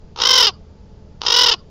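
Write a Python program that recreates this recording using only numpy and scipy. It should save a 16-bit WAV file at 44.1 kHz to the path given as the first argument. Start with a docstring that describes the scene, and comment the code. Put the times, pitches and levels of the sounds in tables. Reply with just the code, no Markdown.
"""A raven caws twice in still desert scrub, close to a small trail camera. Each caw is a rattle of short bursts
of syrinx pulses ringing the throat, over a rasp of air, ending in a falling croak. Bushes scatter the sound and
a distant rock returns a faint slap. The camera adds rumble, hiss and hum and cuts the treble; the sound is then
turned up and clips on the loudest peaks."""
import sys
import numpy as np
from scipy import signal
from scipy.fft import rfft, irfft
from scipy.io import wavfile

SR = 44100
rng = np.random.default_rng(int(sys.argv[2]) if len(sys.argv) > 2 else 0)


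def materialize(psi):
    """Save the field psi as 16-bit PCM at rate SR to the path in sys.argv[1].

    A 1-D psi becomes a single channel; in a 2-D psi each row is a channel.
    """
    bounded = np.clip(np.atleast_2d(psi).T, -1, 1)
    quanta = np.round(bounded * 32767).astype(np.int16)
    wavfile.write(sys.argv[1], SR, quanta)


N = 74970


def amp(db):
    """Decibels to gain."""
    return 10 ** (np.asarray(db) / 20)


def unit_rms(x):
    """Scales to an rms of one."""
    return x / np.sqrt(np.mean(x ** 2) + 1e-20)


def db_at(spectrum, hz):
    """Interpolates a spectrum on a log-frequency axis."""
    knots_hz, db = np.transpose(spectrum)
    return np.interp(np.log(hz + 1), np.log(knots_hz + 1), db)


def add(mix, start_s, sound):
    """Mixes a sound in at start_s."""
    part = mix[round(start_s * SR):][:len(sound)]
    part += sound[:len(part)]


def colour(x, spectrum):
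    """Filters by a spectrum in dB."""
    return irfft(rfft(x) * amp(db_at(spectrum, np.fft.rfftfreq(N, 1 / SR))), N)


def noise(spectrum):
    """Steady coloured noise, unit rms."""
    return unit_rms(colour(rng.standard_normal(N), spectrum))


def lowpass(x, hz):
    """Steep FIR low-pass."""
    return signal.oaconvolve(x, signal.firwin(401, hz, window=("kaiser", 9), fs=SR), "same")


# Noise floor spectrum. Each row: frequency in Hz, relative level in dB.
HISS_SPECTRUM = [(20, -4.5), (45, -3), (100, -9.5), (200, -14), (330, -21.5), (430, -20), (520, -23),
                 (650, -23.5), (780, -32.5), (860, -24), (980, -34.5), (1300, -36), (1800, -41.5),
                 (3000, -43), (4300, -44), (4700, -39.5), (5300, -44), (7200, -49.5)]
HISS_DB = -44


def hiss():
    """The camera's steady noise floor: low rumble and hiss."""
    return amp(HISS_DB) * noise(HISS_SPECTRUM)


# Hum tones. 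Each row: frequency in Hz, rms level in dB.
HUM_TONES = [(79, -49.5), (118, -57), (159, -57.5), (199, -58), (430, -61)]
HUM_WAVER = .3


def hum():
    """The camera's faint hum: low tones wavering in level and phase."""
    t, out = np.arange(N) / SR, np.zeros(N)
    for hz, level_db in HUM_TONES:
        real, imag = signal.resample(rng.standard_normal((2, 12)), N, axis=1)
        waver = 1 + HUM_WAVER * (real + 1j * imag)
        out += amp(level_db) * unit_rms((waver * np.exp(2j * np.pi * hz * t)).real)
    return out


# Throat response to strong pulses. Each row: frequency in Hz, relative gain in dB.
STRONG_THROAT = [(150, -28), (300, -14), (470, -7.5), (700, -19.5), (1030, -2), (1250, -7.5), (1500, -8.5),
                 (1750, -13), (2050, -8.5), (2400, -21), (2700, -7), (2900, 2.5), (3130, 5.5), (3450, -4.5),
                 (3780, 4), (4100, -8.5), (4430, -1), (4620, -9), (5000, 5), (5550, 0), (6150, -12),
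                 (7200, -23.5)]
# Duller, broader response to weak pulses. Each row: frequency in Hz, relative gain in dB.
WEAK_THROAT = [(150, -16.5), (380, 2.5), (650, 0.5), (950, 10), (1300, 5.5), (1850, -18), (2400, -10),
               (3000, -1), (4200, -0.5), (5100, -6), (6300, -7), (7200, -29)]
SPREAD_S_PER_HZ = .8e-7  # treble trails bass, rounding each pulse


def throat(formant_scale, softness, size=2048):
    """Ring of the throat after one pulse; softness 0 to 1 blends from strong to weak."""
    signed_hz = np.fft.fftfreq(size, 1 / SR)
    hz = abs(signed_hz) / formant_scale
    gain_db = (1 - softness) * db_at(STRONG_THROAT, hz) + softness * db_at(WEAK_THROAT, hz)
    log_min_phase = np.conj(signal.hilbert(np.log(amp(gain_db))))
    lag_rad = np.pi * SPREAD_S_PER_HZ * signed_hz * abs(signed_hz)
    ring = np.fft.ifft(np.exp(log_min_phase - 1j * lag_rad)).real[:size // 2]
    return ring / np.linalg.norm(ring)


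VOICE_DB, SHIMMER_DB, PERIOD_JITTER = 8.5, .73, .012
PUFF_DB, PUFF_DECAY_S = -31.5, .0017
FORMANT_FOLLOW, FORMANT_WANDER = .23, .011
SOFT_BELOW_DB, SOFT_RANGE_DB = -2.5, 12


def syrinx(length_s, pitch_hz, level_db, size=4096):
    """Uneven pulses with puffs of air ring the throat; pitch and level are functions of time."""
    t, out, at_s = np.arange(size) / SR, np.zeros(size), 0
    puff = amp(PUFF_DB) * rng.standard_normal(size)
    median_hz = np.median(RATTLE_BURSTS, axis=0)[3]
    formant_scale = (pitch_hz(length_s / 2) / median_hz) ** FORMANT_FOLLOW
    formant_scale *= 1 + FORMANT_WANDER * rng.standard_normal()
    for jitter, shimmer in rng.standard_normal((24, 2)):
        if at_s >= length_s:
            break
        age_s = t - at_s
        drive = np.sinc(age_s * SR) + puff * (age_s >= 0) * np.exp(-abs(age_s) / PUFF_DECAY_S)
        softness = np.clip((SOFT_BELOW_DB - level_db(at_s)) / SOFT_RANGE_DB, 0, 1)
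        gain = amp(VOICE_DB + level_db(at_s) + SHIMMER_DB * shimmer)
        out += gain * signal.fftconvolve(drive, throat(formant_scale, softness))[:size]
        mid_period_s = at_s + .5 / pitch_hz(at_s)
        at_s += (1 + PERIOD_JITTER * jitter) / pitch_hz(mid_period_s)
    return out


# Bursts of both caws. Each row: start in seconds, length in seconds, relative level in dB,
# mid-burst pitch in Hz.
RATTLE_BURSTS = [(.161, 0.0037, -18.5, 452.4), (0.1747, 0.0055, -21, 450), (0.1875, .005, -12, 404.4),
                 (0.2012, 0.0048, -6.5, 450), (0.2176, 0.0063, -0.5, 467), (0.236, 0.0033, 1, 485),
                 (0.2515, 0.01, 0, 504), (0.2692, .009, 0, 530.4), (0.288, .012, 0, 519.7),
                 (0.3057, 0.017, 1, 518.4), (0.329, 0.02, 0, 519.7), (0.3529, 0.02, -0.5, 512),
                 (0.376, 0.019, 1, 502.8), (.399, .021, 1, 489), (0.425, .015, 1.5, 462.4),
                 (0.4415, .022, -0.5, 447), (1.2172, .001, -6.5, 422), (1.235, .004, -13.5, 432),
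                 (1.2518, .002, -12, 432), (1.2645, 0.0079, -1, 458), (1.2825, 0.0064, -0.5, 469),
                 (1.3017, 0.009, 0, 466.3), (1.3207, 0.011, 0.5, 472), (1.3402, 0.015, 0.5, 492),
                 (1.3617, 0.02, -0.5, 487.4), (1.3852, .019, 0.5, 496), (1.4085, .019, 0, 498),
                 (1.4328, 0.019, 0.5, 491.6), (1.4607, 0.017, 0, 473.3), (1.4834, 0.02, -0.5, 465.6),
                 (1.5146, 0.018, -1.5, 441.3)]
GLIDE_PER_S = 4.82
ONSET_DB, SETTLE_S, CHOKE_DB, CHOKE_POWER = -2, .0015, -8, 6.3


def rattle():
    """Short bursts of syrinx pulses; each builds up, climbs in pitch and chokes off."""
    out = np.zeros(N)
    for start_s, length_s, burst_db, mid_hz in RATTLE_BURSTS:
        def pitch_hz(t):
            return mid_hz * (1 + GLIDE_PER_S * (t - length_s / 2))

        def level_db(t):
            return burst_db + ONSET_DB * np.exp(-t / SETTLE_S) + CHOKE_DB * (t / length_s) ** CHOKE_POWER

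        add(out, start_s, syrinx(length_s, pitch_hz, level_db))
    return out


# Breath spectrum. Each row: frequency in Hz, relative level in dB.
RASP_SPECTRUM = [(150, -28), (450, -1), (680, -9.5), (950, 3.5), (1350, -1), (1850, -11), (2400, -10.5),
                 (3000, -2), (3800, -2), (4300, -3.5), (5100, 2), (6300, -10), (7200, -23.5)]
# One breath per caw. Each row: start, full, release and end times in seconds, held level in dB.
RASP_SWELLS = [(0.167, .215, 0.447, .5, -23.5), (1.208, 1.275, 1.515, 1.552, -24.5)]
RASP_EDGE_DB = -21


def rasp():
    """Air through the throat swells, holds and fades under each caw."""
    t, air, out = np.arange(N) / SR, noise(RASP_SPECTRUM), np.zeros(N)
    for start_s, full_s, release_s, end_s, level_db in RASP_SWELLS:
        swell_db = np.interp(t, [start_s, full_s, release_s, end_s], [RASP_EDGE_DB, 0, 0, RASP_EDGE_DB])
        out += air * amp(level_db + swell_db) * (t > start_s) * (t < end_s)
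    return out


def scatter(x, delay_s, t60_s):
    """Many small reflections that start after a delay and die away."""
    t = np.arange(SR // 2) / SR
    tail = rng.standard_normal(len(t)) * (t > delay_s) * np.exp(-np.log(1000) * t / t60_s)
    return signal.fftconvolve(x, tail / np.linalg.norm(tail))[:N]


# Colour of the rock reflection. Each row: frequency in Hz, relative gain in dB.
ECHO_SPECTRUM = [(300, -3.5), (800, -4.5), (1200, 7), (1700, -5), (3000, -20.5), (4100, -12), (4750, -1.5),
                 (5500, -15.5), (7200, -14)]
ECHO_DB = -32.5


def rock_echo(x):
    """A faint slap from a distant rock."""
    return amp(ECHO_DB) * colour(scatter(x, delay_s=.065, t60_s=.08), ECHO_SPECTRUM)


# One croak per caw. Each row: start in seconds, length in seconds, relative level in dB,
# start pitch in Hz, end pitch in Hz, fade in dB.
CLOSING_CROAKS = [(.469, 0.041, 0.5, 416.3, 308, -31), (1.537, 0.016, -4.5, 373, 283, -34)]
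SAG_POWER, FADE_POWER = 2.6, 1.8


def croaks():
    """Each caw ends as the pulses hold briefly, then slow down and die away."""
    out = np.zeros(N)
    for start_s, length_s, croak_db, start_hz, end_hz, fade_db in CLOSING_CROAKS:
        def pitch_hz(t):
            return start_hz + (end_hz - start_hz) * (t / length_s) ** SAG_POWER

        def level_db(t):
            return croak_db + fade_db * (t / length_s) ** FADE_POWER

        add(out, start_s, syrinx(length_s, pitch_hz, level_db))
    return out


NEAR_SCRUB_DB, FAR_SCRUB_DB = -18, -46.5


def scene():
    """The raven and its reflections from scrub and a rock, over hiss and hum; mono."""
    raven = rasp() + rattle() + croaks()
    near = amp(NEAR_SCRUB_DB) * scatter(raven, delay_s=.0051, t60_s=.045)
    far = amp(FAR_SCRUB_DB) * scatter(raven, delay_s=.045, t60_s=.35)
    return (raven + near + far + rock_echo(raven) + hiss() + hum())[None]


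MIC_CUTOFF_HZ, OUTPUT_CUTOFF_HZ = 7400, 16000
CEILING, KNEE_POWER = .74, 12.0


def record(dry):
    """The camera cuts the treble; the sound is then turned up, clipped on peaks and low-passed."""
    mic = lowpass(dry[0], MIC_CUTOFF_HZ)
    clipped = mic / (.5 + abs(mic / CEILING) ** KNEE_POWER) ** (1 / KNEE_POWER)
    return lowpass(clipped, OUTPUT_CUTOFF_HZ)[None]


dry = scene()
out = record(dry)
materialize(out)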